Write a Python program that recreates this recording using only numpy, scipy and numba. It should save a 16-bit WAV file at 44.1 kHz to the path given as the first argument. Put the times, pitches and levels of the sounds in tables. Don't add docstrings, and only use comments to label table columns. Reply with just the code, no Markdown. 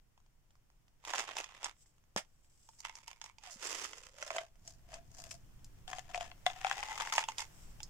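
import sys
import numpy as np
from scipy import signal
from scipy.fft import rfft, irfft, next_fast_len
from scipy.io import wavfile
from numba import njit

SR = 44100
rng = np.random.default_rng(int(sys.argv[2]) if len(sys.argv) > 2 else 0)


def wav_out(sig):
    wavfile.write(sys.argv[1], SR, np.round(np.clip(np.atleast_2d(sig).T, -1, 1) * 32767).astype(np.int16))


N = 347949
TIME = np.arange(N) / SR
LID_OPEN_S, HALF_COVERED_HZ = 2.1628, 680

# pitch_hz, width_hz, gain_db
WALL_MODES = [(997, 345, 2), (1326, 210, -1), (1740, 640, -1.5), (2020, 230, 1), (2590, 350, 2),
              (3116, 600, 0.5), (3530, 250, -3)]
# pitch_hz, width_hz, gain_db
EDGE_MODES = [(5140, 910, 2.5), (5890, 310, 0.5), (6454, 230, 4), (7100, 570, 2.5), (8060, 280, -3.5),
              (9400, 560, -13), (13400, 3900, -46)]
# start_s, air_db, wall_db, wall_tilt_db_per_octave, edge_db
HITS = [(0.177, -69.5, -66.5, -4, -73), (0.5541, -70, -68, -15, -72), (1.0499, -59, -45, 6, -47),
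        (1.1367, -41, -32, -16, -39.5), (1.1454, -37.5, -40, -5, -53), (1.3682, -44, -43, 9, -38),
        (1.3838, -50, -36.5, 11, -40), (1.4419, -72, -42.5, -0.5, -43.5), (1.6436, -42.5, -40, 14, -32),
        (2.6889, -53.5, -63.5, 4, -55), (2.8497, -45, -40.5, -4, -46), (2.9539, -62, -56, -1, -45.5),
        (3.0791, -52.5, -49, 11, -44.5), (3.2147, -50, -44.5, 7, -44), (3.2408, -58, -57, 6, -45.5),
        (3.384, -59, -55.5, 5, -55), (3.6704, -56, -55, 14, -36.5), (3.8498, -51.5, -40.5, -3, -50),
        (3.9325, -55, -44, 0, -47.5), (4.226, -44, -36.5, -13, -40.5), (4.3048, -39.5, -34, -22, -47),
        (4.3632, -37, -40.5, -4, -39.5), (4.3832, -36, -32, -6.5, -49), (4.6757, -65, -60, 18, -45),
        (4.941, -52, -49, 6, -44), (5.239, -60, -51, 5, -46.5), (5.312, -65, -47.5, 12, -43),
        (5.6448, -79, -67, 12, -52), (5.8786, -45.5, -45, -0.5, -51), (5.9315, -40, -37, -9, -50),
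        (5.9839, -39, -45, 18, -51), (6.1456, -35, -33, -2, -44), (6.1766, -35, -46, 21, -47),
        (6.2091, -37.5, -39.5, 1, -46.5), (6.3154, -54, -47, 0.5, -72), (6.4642, -24, -24, 1, -37),
        (6.5004, -40, -40, -3, -62), (6.6466, -26.5, -30.5, -4.5, -46.5), (6.6676, -35, -35, -3.5, -48),
        (6.7127, -38, -28, -8, -44), (6.8285, -40.5, -35, 0, -48), (6.9191, -49, -43, -8, -58),
        (6.9776, -54, -38, -10, -48), (7.0001, -48, -36.5, -3, -45), (7.0735, -50, -38, -9, -51),
        (7.0087, -37, -32, -8, -44), (7.124, -39.5, -31, -7, -35), (7.1367, -48, -39, -3, -33.5),
        (7.1595, -59, -53, 12, -34.5), (7.1808, -29.5, -21.5, -12, -33), (7.2272, -42, -41, -6, -60),
        (7.2394, -42.5, -36.5, 19, -45), (7.2863, -33, -37, 0.5, -38.5), (7.3831, -43, -37, 25, -35),
        (7.4045, -60, -40.5, 20, -38), (7.8035, -52.5, -47.5, 10, -52), (7.8312, -76, -66, 11, -39)]
def clicks(air_trim_db, wall_trim_db, edge_trim_db):
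    out = np.zeros((2, N + SR))
    t = np.arange(SR // 12) / SR
    attack = t < .006
    for start_s, air_db, wall_db, tilt_db, edge_db in HITS + finger_ticks():
        hz, width_hz = cavity_mode(start_s + t)
        air = air_ring(1. * (t == 0), hz, width_hz) * np.ones((2, 1))
        wall = strike(WALL_MODES, t, tilt_db, scuff_db=-16.5, scuff_s=0.0012,
                      chatter_db=-34, chatter_s=0.0065, vary_db=5)
        edge = strike(EDGE_MODES, t, 0, scuff_db=-1, scuff_s=0.0018,
                      chatter_db=-14.5, chatter_s=0.0096, vary_db=0)
        layers = ((band(air, 495, 1670), air_db + air_trim_db),
                  (band(wall, 756, 4200), wall_db + wall_trim_db),
                  (band(edge, 3580, 15000), edge_db + edge_trim_db))
        click = sum(from_db(db) * x / np.std(x[:, attack], axis=1)[:, None] for x, db in layers)
        start = int(start_s * SR)
        out[:, start:start + len(t)] += bottle_pan(start_s) * click
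    return out[:, :N]


def finger_ticks(rate_per_s=5.9, wall_db=-73, spread_db=3):
    gaps, strengths = rng.random((200, 2)).T
    starts_s = np.cumsum(.3 + 1.4 * gaps) / rate_per_s
    levels_db = wall_db + spread_db * (2 * strengths - 1)
    return [(s, db - 3, db, 0, db - 0.5) for s, db in zip(starts_s, levels_db) if s < N / SR]


def strike(modes, t, tilt_db_per_octave, scuff_db, scuff_s, chatter_db, chatter_s, vary_db):
    scuff = from_db(scuff_db) * np.exp(-t / scuff_s)
    chatter = from_db(chatter_db) * np.exp(-t / chatter_s)
    force = rng.standard_normal(len(t)) * (scuff + chatter)
    force[0] = 1
    out = 0
    for hz, width_hz, db in modes:
        tilt_db = tilt_db_per_octave * np.log2(hz / modes[0][0])
        gain = from_db(db + tilt_db + vary_db * rng.standard_normal((2, 1)))
        ring = resonate(force, hz, width_hz) * gain * rng.choice([-1, 1])
        if hz > 1400:
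            ring[1] *= rng.choice([-1, 1])
        out = out + ring
    return out


# time_s, slips_per_s
SLIP_DENSITY = [(1.2, 980), (1.5, 370), (3.3, 295), (3.62, 2300), (3.82, 1870), (4.0, 650), (6.0, 364),
                (7.0, 740)]
# peak_s, rise_s, hold_s, air_db, wall_db, edge_db
RUBS = [(1.085, 0.039, 0.016, -48, -43.5, -48), (1.155, .03, 0.054, -44.5, -40, -43.5),
        (1.28, .06, 0.021, -51, -45.5, -56), (1.375, 0.06, 0.033, -50, -45, -50),
        (1.47, 0.07, 0.096, -64, -56.5, -65), (1.647, 0.057, 0.011, -47, -42.5, -49),
        (2.803, 0.023, 0.0064, -69, -62.5, -50), (2.849, 0.022, 0.0074, -44.5, -40, -47),
        (2.92, 0.017, 0.13, -67, -66, -65), (3.078, 0.018, 0.022, -53.5, -53, -55.5),
        (3.235, 0.046, 0.035, -57, -58, -59), (3.44, 0.03, 0.043, -58.5, -52.5, -56),
        (3.512, 0.013, 0.0075, -59, -56.5, -46), (3.64, 0.067, 0.21, -54, -45, -45),
        (3.9, 0.089, 0.17, -65, -59.5, -59), (4.215, 0.074, 0.063, -52, -51, -51.5),
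        (4.31, 0.024, 0.084, -42, -47, -49.5), (4.68, 0.061, 0.031, -62, -66, -55),
        (4.94, 0.066, 0.017, -50, -54, -57), (5.19, 0.095, 0.015, -59.5, -63, -53.5),
        (5.25, 0.022, 0.017, -56, -61, -58), (5.31, 0.023, 0.0064, -57.5, -59, -48),
        (5.887, 0.015, 0.1, -52, -53, -54), (6.14, 0.09, .11, -46, -48.5, -53.5),
        (6.475, 0.026, 0.033, -51, -51.5, -53.5), (6.665, 0.14, 0.056, -45, -43, -50),
        (6.77, 0.14, .16, -47.5, -48, -53), (7.005, 0.082, 0.083, -44, -44.5, -48),
        (7.132, 0.021, 0.058, -41, -41, -42), (7.29, 0.016, 0.011, -49, -49, -52),
        (7.388, 0.03, 0.022, -49, -47.5, -46.5)]
def rubbing(air_trim_db, wall_trim_db, edge_trim_db):
    air_gain, wall_gain, edge_gain = swells(RUBS, release_s=0.056)
    hz, width_hz = cavity_mode(TIME)
    slips = slip_envelope(curve(SLIP_DENSITY)[0], spread_db=5.5, decay_s=0.00084)
    force = slips * rng.standard_normal(N) * air_gain * from_db(air_trim_db)
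    overtone_gain = from_db(-12 + 24 * np.log2(hz / HALF_COVERED_HZ))
    rings = air_ring(force, hz, width_hz) + overtone_gain * air_ring(force, 2.38 * hz, 2 * width_hz)
    air = band(rings, 281, 2530) * np.sqrt(4 * np.pi / SR)
    wall = wall_gain * unit_rms(band(rub_modes(WALL_MODES, slips, skin_db=-15.5), 620, 4520))
    edge = edge_gain * unit_rms(band(rub_modes(EDGE_MODES, slips, skin_db=-22.5), 3700, 15500))
    return (air + from_db(wall_trim_db) * wall + from_db(edge_trim_db) * edge) * bottle_pan(TIME)


def rub_modes(modes, slips, skin_db):
    out = 0
    for hz, width_hz, db in modes:
        force = (slips + from_db(skin_db)) * rng.standard_normal((2, N))
        correlation = np.clip(1.1 - hz / 2200, 0, 1)
        force[1] = correlation * force[0] + np.sqrt(1 - correlation ** 2) * force[1]
        out = out + from_db(db) * resonate(force, hz, width_hz)
    return out


# time_s, pitch_hz
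AIR_PITCH = [(1.7, 820), (2.75, 914), (3.33, 946), (3.44, 826), (3.63, 407), (3.85, 382), (4.0, 473),
             (4.24, 600), (4.34, 667), (4.7, 680), (5.35, 679), (5.88, 749), (6.2, 706), (6.48, 728),
             (6.66, 775), (6.85, 843), (7.2, 905), (7.8, 854)]
def cavity_mode(t, radiation_width_hz=16.6, palm_width_hz=19.7, shut_width_hz=410):
    hz, = curve(AIR_PITCH, t)
    openness = (hz / HALF_COVERED_HZ) ** 4.87
    width_hz = radiation_width_hz * openness + palm_width_hz / openness
    return hz, np.where(t < LID_OPEN_S, shut_width_hz, width_hz)


@njit
def air_ring(force, hz, width_hz):
    out, state = np.zeros(len(force)), 0j
    for i in range(len(force)):
        pole = np.exp((-width_hz[i] + 2j * hz[i]) * np.pi / SR)
        state = state * pole + force[i] * np.sqrt(width_hz[i])
        out[i] = state.real
    return out


# time_s, left_over_right_db
BALANCE = [(0.2, 1), (1.1, -5), (2.9, -4.5), (3.75, -6.5), (4.3, -3.5), (4.9, 3), (6.1, 5.5), (7.1, 3),
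           (7.17, 0), (7.4, -3.5), (7.85, -3)]
def bottle_pan(t):
    return pan(curve(BALANCE, t)[0])


# frequency_hz, density_db
LID_SPECTRUM = [(200, -20), (400, -12), (620, 4.5), (1100, -3.5), (1700, 1), (2700, -4.5), (3400, -2),
                (4100, -11.5), (5500, -1), (7500, -8), (11000, -20.5), (16000, -27)]
def lid(pulse_s=0.0003, thump_hz=200, flip_s=2.176, rise_s=0.0043, fall_s=0.013):
    u = np.clip((TIME - LID_OPEN_S) / pulse_s, -20, 20)
    pop = -from_db(-26) * u * np.exp((1 - u * u) / 2)
    age_s = np.maximum(TIME - LID_OPEN_S, 0)
    thump = -from_db(-39.5) * np.sin(2 * np.pi * thump_hz * age_s) * np.exp(-age_s / 0.0094)
    crack = from_db(-28.5) * (TIME > LID_OPEN_S - pulse_s) * np.exp(-age_s / 0.0019)
    flip_fade = np.maximum((flip_s - TIME) / rise_s, (TIME - flip_s) / fall_s)
    flip = from_db(-32.5) * np.exp(-flip_fade) * (TIME > LID_OPEN_S)
    scrape = (crack + flip) * noise(LID_SPECTRUM, correlation=0.29)
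    ring = from_db(1) * resonate(scrape.mean(axis=0), hz=758, width_hz=18)
    return (pop + thump + scrape + ring) * pan(left_db=-3)


def palm(start_s=3.558, rise_s=0.0034, pitch_hz=217, level_db=-55.5):
    u = np.clip((TIME - start_s) / rise_s, 0, 20)
    return from_db(level_db) * u * np.exp(1 - u) * np.sin(2 * np.pi * pitch_hz * (TIME - start_s))


# frequency_hz, density_db
SLEEVE_SPECTRUM = [(1000, -35), (3000, -15), (4200, -18), (5400, -7.5), (6500, -10), (7800, -2),
                   (9500, -19.5), (15000, -26)]
# peak_s, rise_s, hold_s, level_db
BRUSHES = [(1.81, 0.075, .02, -64.5), (2.61, 0.41, 0.15, -69), (7.54, 0.064, 0.14, -66.5)]
def sleeve():
    slips = slip_envelope(rate_per_s=160, spread_db=1, decay_s=0.0085)
    return swells(BRUSHES, release_s=0.12) * slips * noise(SLEEVE_SPECTRUM, correlation=0.039)


# frequency_hz, density_db
RUMBLE_SPECTRUM = [(12, -0.5), (23, 3.5), (36, -8.5), (50, -4.5), (70, -12.5), (120, -10), (200, -22.5),
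                   (350, -29), (900, -63.5)]
# frequency_hz, density_db
HISS_SPECTRUM = [(200, 4), (700, 4), (1500, 0), (3200, -3), (4000, -8), (5500, -3), (7500, -5),
                 (10000, -10), (13000, -10), (14900, -6), (15900, -13)]
# time_s, rumble_db, hiss_db
FLOOR_LEVELS = [(0, -68.5, -79), (2.4, -68.5, -77.5), (4.5, -67, -76.5), (4.62, -59, -73),
                (5.5, -54.5, -70), (6.3, -56, -68.5), (6.8, -59.5, -63.5), (7.4, -62, -64.5),
                (7.6, -54, -64), (7.89, -53.5, -66)]
def background():
    rumble_db, hiss_db = curve(FLOOR_LEVELS)
    rumble = from_db(rumble_db) * noise(RUMBLE_SPECTRUM, correlation=0.78)
    hiss = from_db(hiss_db) * noise(HISS_SPECTRUM, correlation=0.12)
    return rumble + hiss


def room(x, t60_s=0.12, tail_db=-12):
    t = np.arange(SR // 4) / SR
    tail = rng.standard_normal((2, len(t))) * from_db(-60 * t / t60_s) * (t > .005)
    tail = band(tail / np.sqrt(np.sum(tail ** 2) / 2), 600, 10000, order=1)
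    return x + from_db(tail_db) * signal.fftconvolve(x, tail, axes=1)[:, :N]


def slip_envelope(rate_per_s, spread_db, decay_s):
    sizes = from_db(spread_db * np.minimum(rng.exponential(1, N), 3.5))
    energy = (rng.random(N) < rate_per_s / SR) * sizes ** 2 / rate_per_s
    pole = np.exp(-1 / (decay_s * SR))
    return unit_rms(np.sqrt(signal.lfilter([1], [1, -pole], energy + 1e-18)))


def swells(strokes, release_s):
    power = 0
    for peak_s, rise_s, hold_s, *levels_db in strokes:
        fade = np.maximum((peak_s - TIME) / rise_s, (TIME - peak_s - hold_s) / release_s)
        power = power + from_db(levels_db)[:, None] ** 2 * from_db(-20 * np.clip(fade, 0, 10)) ** 2
    return np.sqrt(power)


def noise(spectrum, correlation):
    hz, db = np.transpose(spectrum)
    size = next_fast_len(N)
    bins_hz = np.arange(size // 2 + 1) * SR / size
    gain = from_db(np.interp(np.log(bins_hz + 1), np.log(hz), db))
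    mid, side = irfft(rfft(rng.standard_normal((2, size))) * gain, size)[:, :N]
    return unit_rms(np.sqrt(1 + correlation) * mid + np.sqrt(1 - correlation) * side * [[1], [-1]])


def resonate(x, hz, width_hz):
    r = np.exp(-np.pi * width_hz / SR)
    feedback = [1, -2 * r * np.cos(2 * np.pi * hz / SR), r * r]
    return (1 - r * r) / 2 * signal.lfilter([1, 0, -1], feedback, x + 1e-18)


def band(x, low_hz, high_hz, order=3):
    return signal.sosfilt(signal.butter(order, [low_hz, high_hz], "band", fs=SR, output="sos"), x)


def pan(left_db):
    gains = from_db(np.array([[.5], [-.5]]) * left_db)
    return gains / np.sqrt(np.mean(gains ** 2, axis=0))


def curve(rows, t=TIME):
    times_s, *columns = np.transpose(rows)
    return [np.interp(t, times_s, column) for column in columns]


def from_db(db):
    return 10 ** (np.asarray(db) / 20)


def unit_rms(x):
    return x / np.sqrt(np.mean(x ** 2) + 1e-20)


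def scene():
    bottle = clicks(air_trim_db=-2.5, wall_trim_db=-2, edge_trim_db=-2.5)
    bottle += rubbing(air_trim_db=-2, wall_trim_db=-1.84, edge_trim_db=-0.64)
    bottle += lid() + palm()
    bed = sleeve() + background()
    return room(bottle) + bed


def record(dry, left_lag_s=.00011, cutoff_hz=15750):
    ports = np.array([np.roll(dry[0], round(left_lag_s * SR)), dry[1]])
    return signal.sosfilt(signal.ellip(10, .1, 80, cutoff_hz, fs=SR, output="sos"), ports)


dry = scene()
out = record(dry)
wav_out(out)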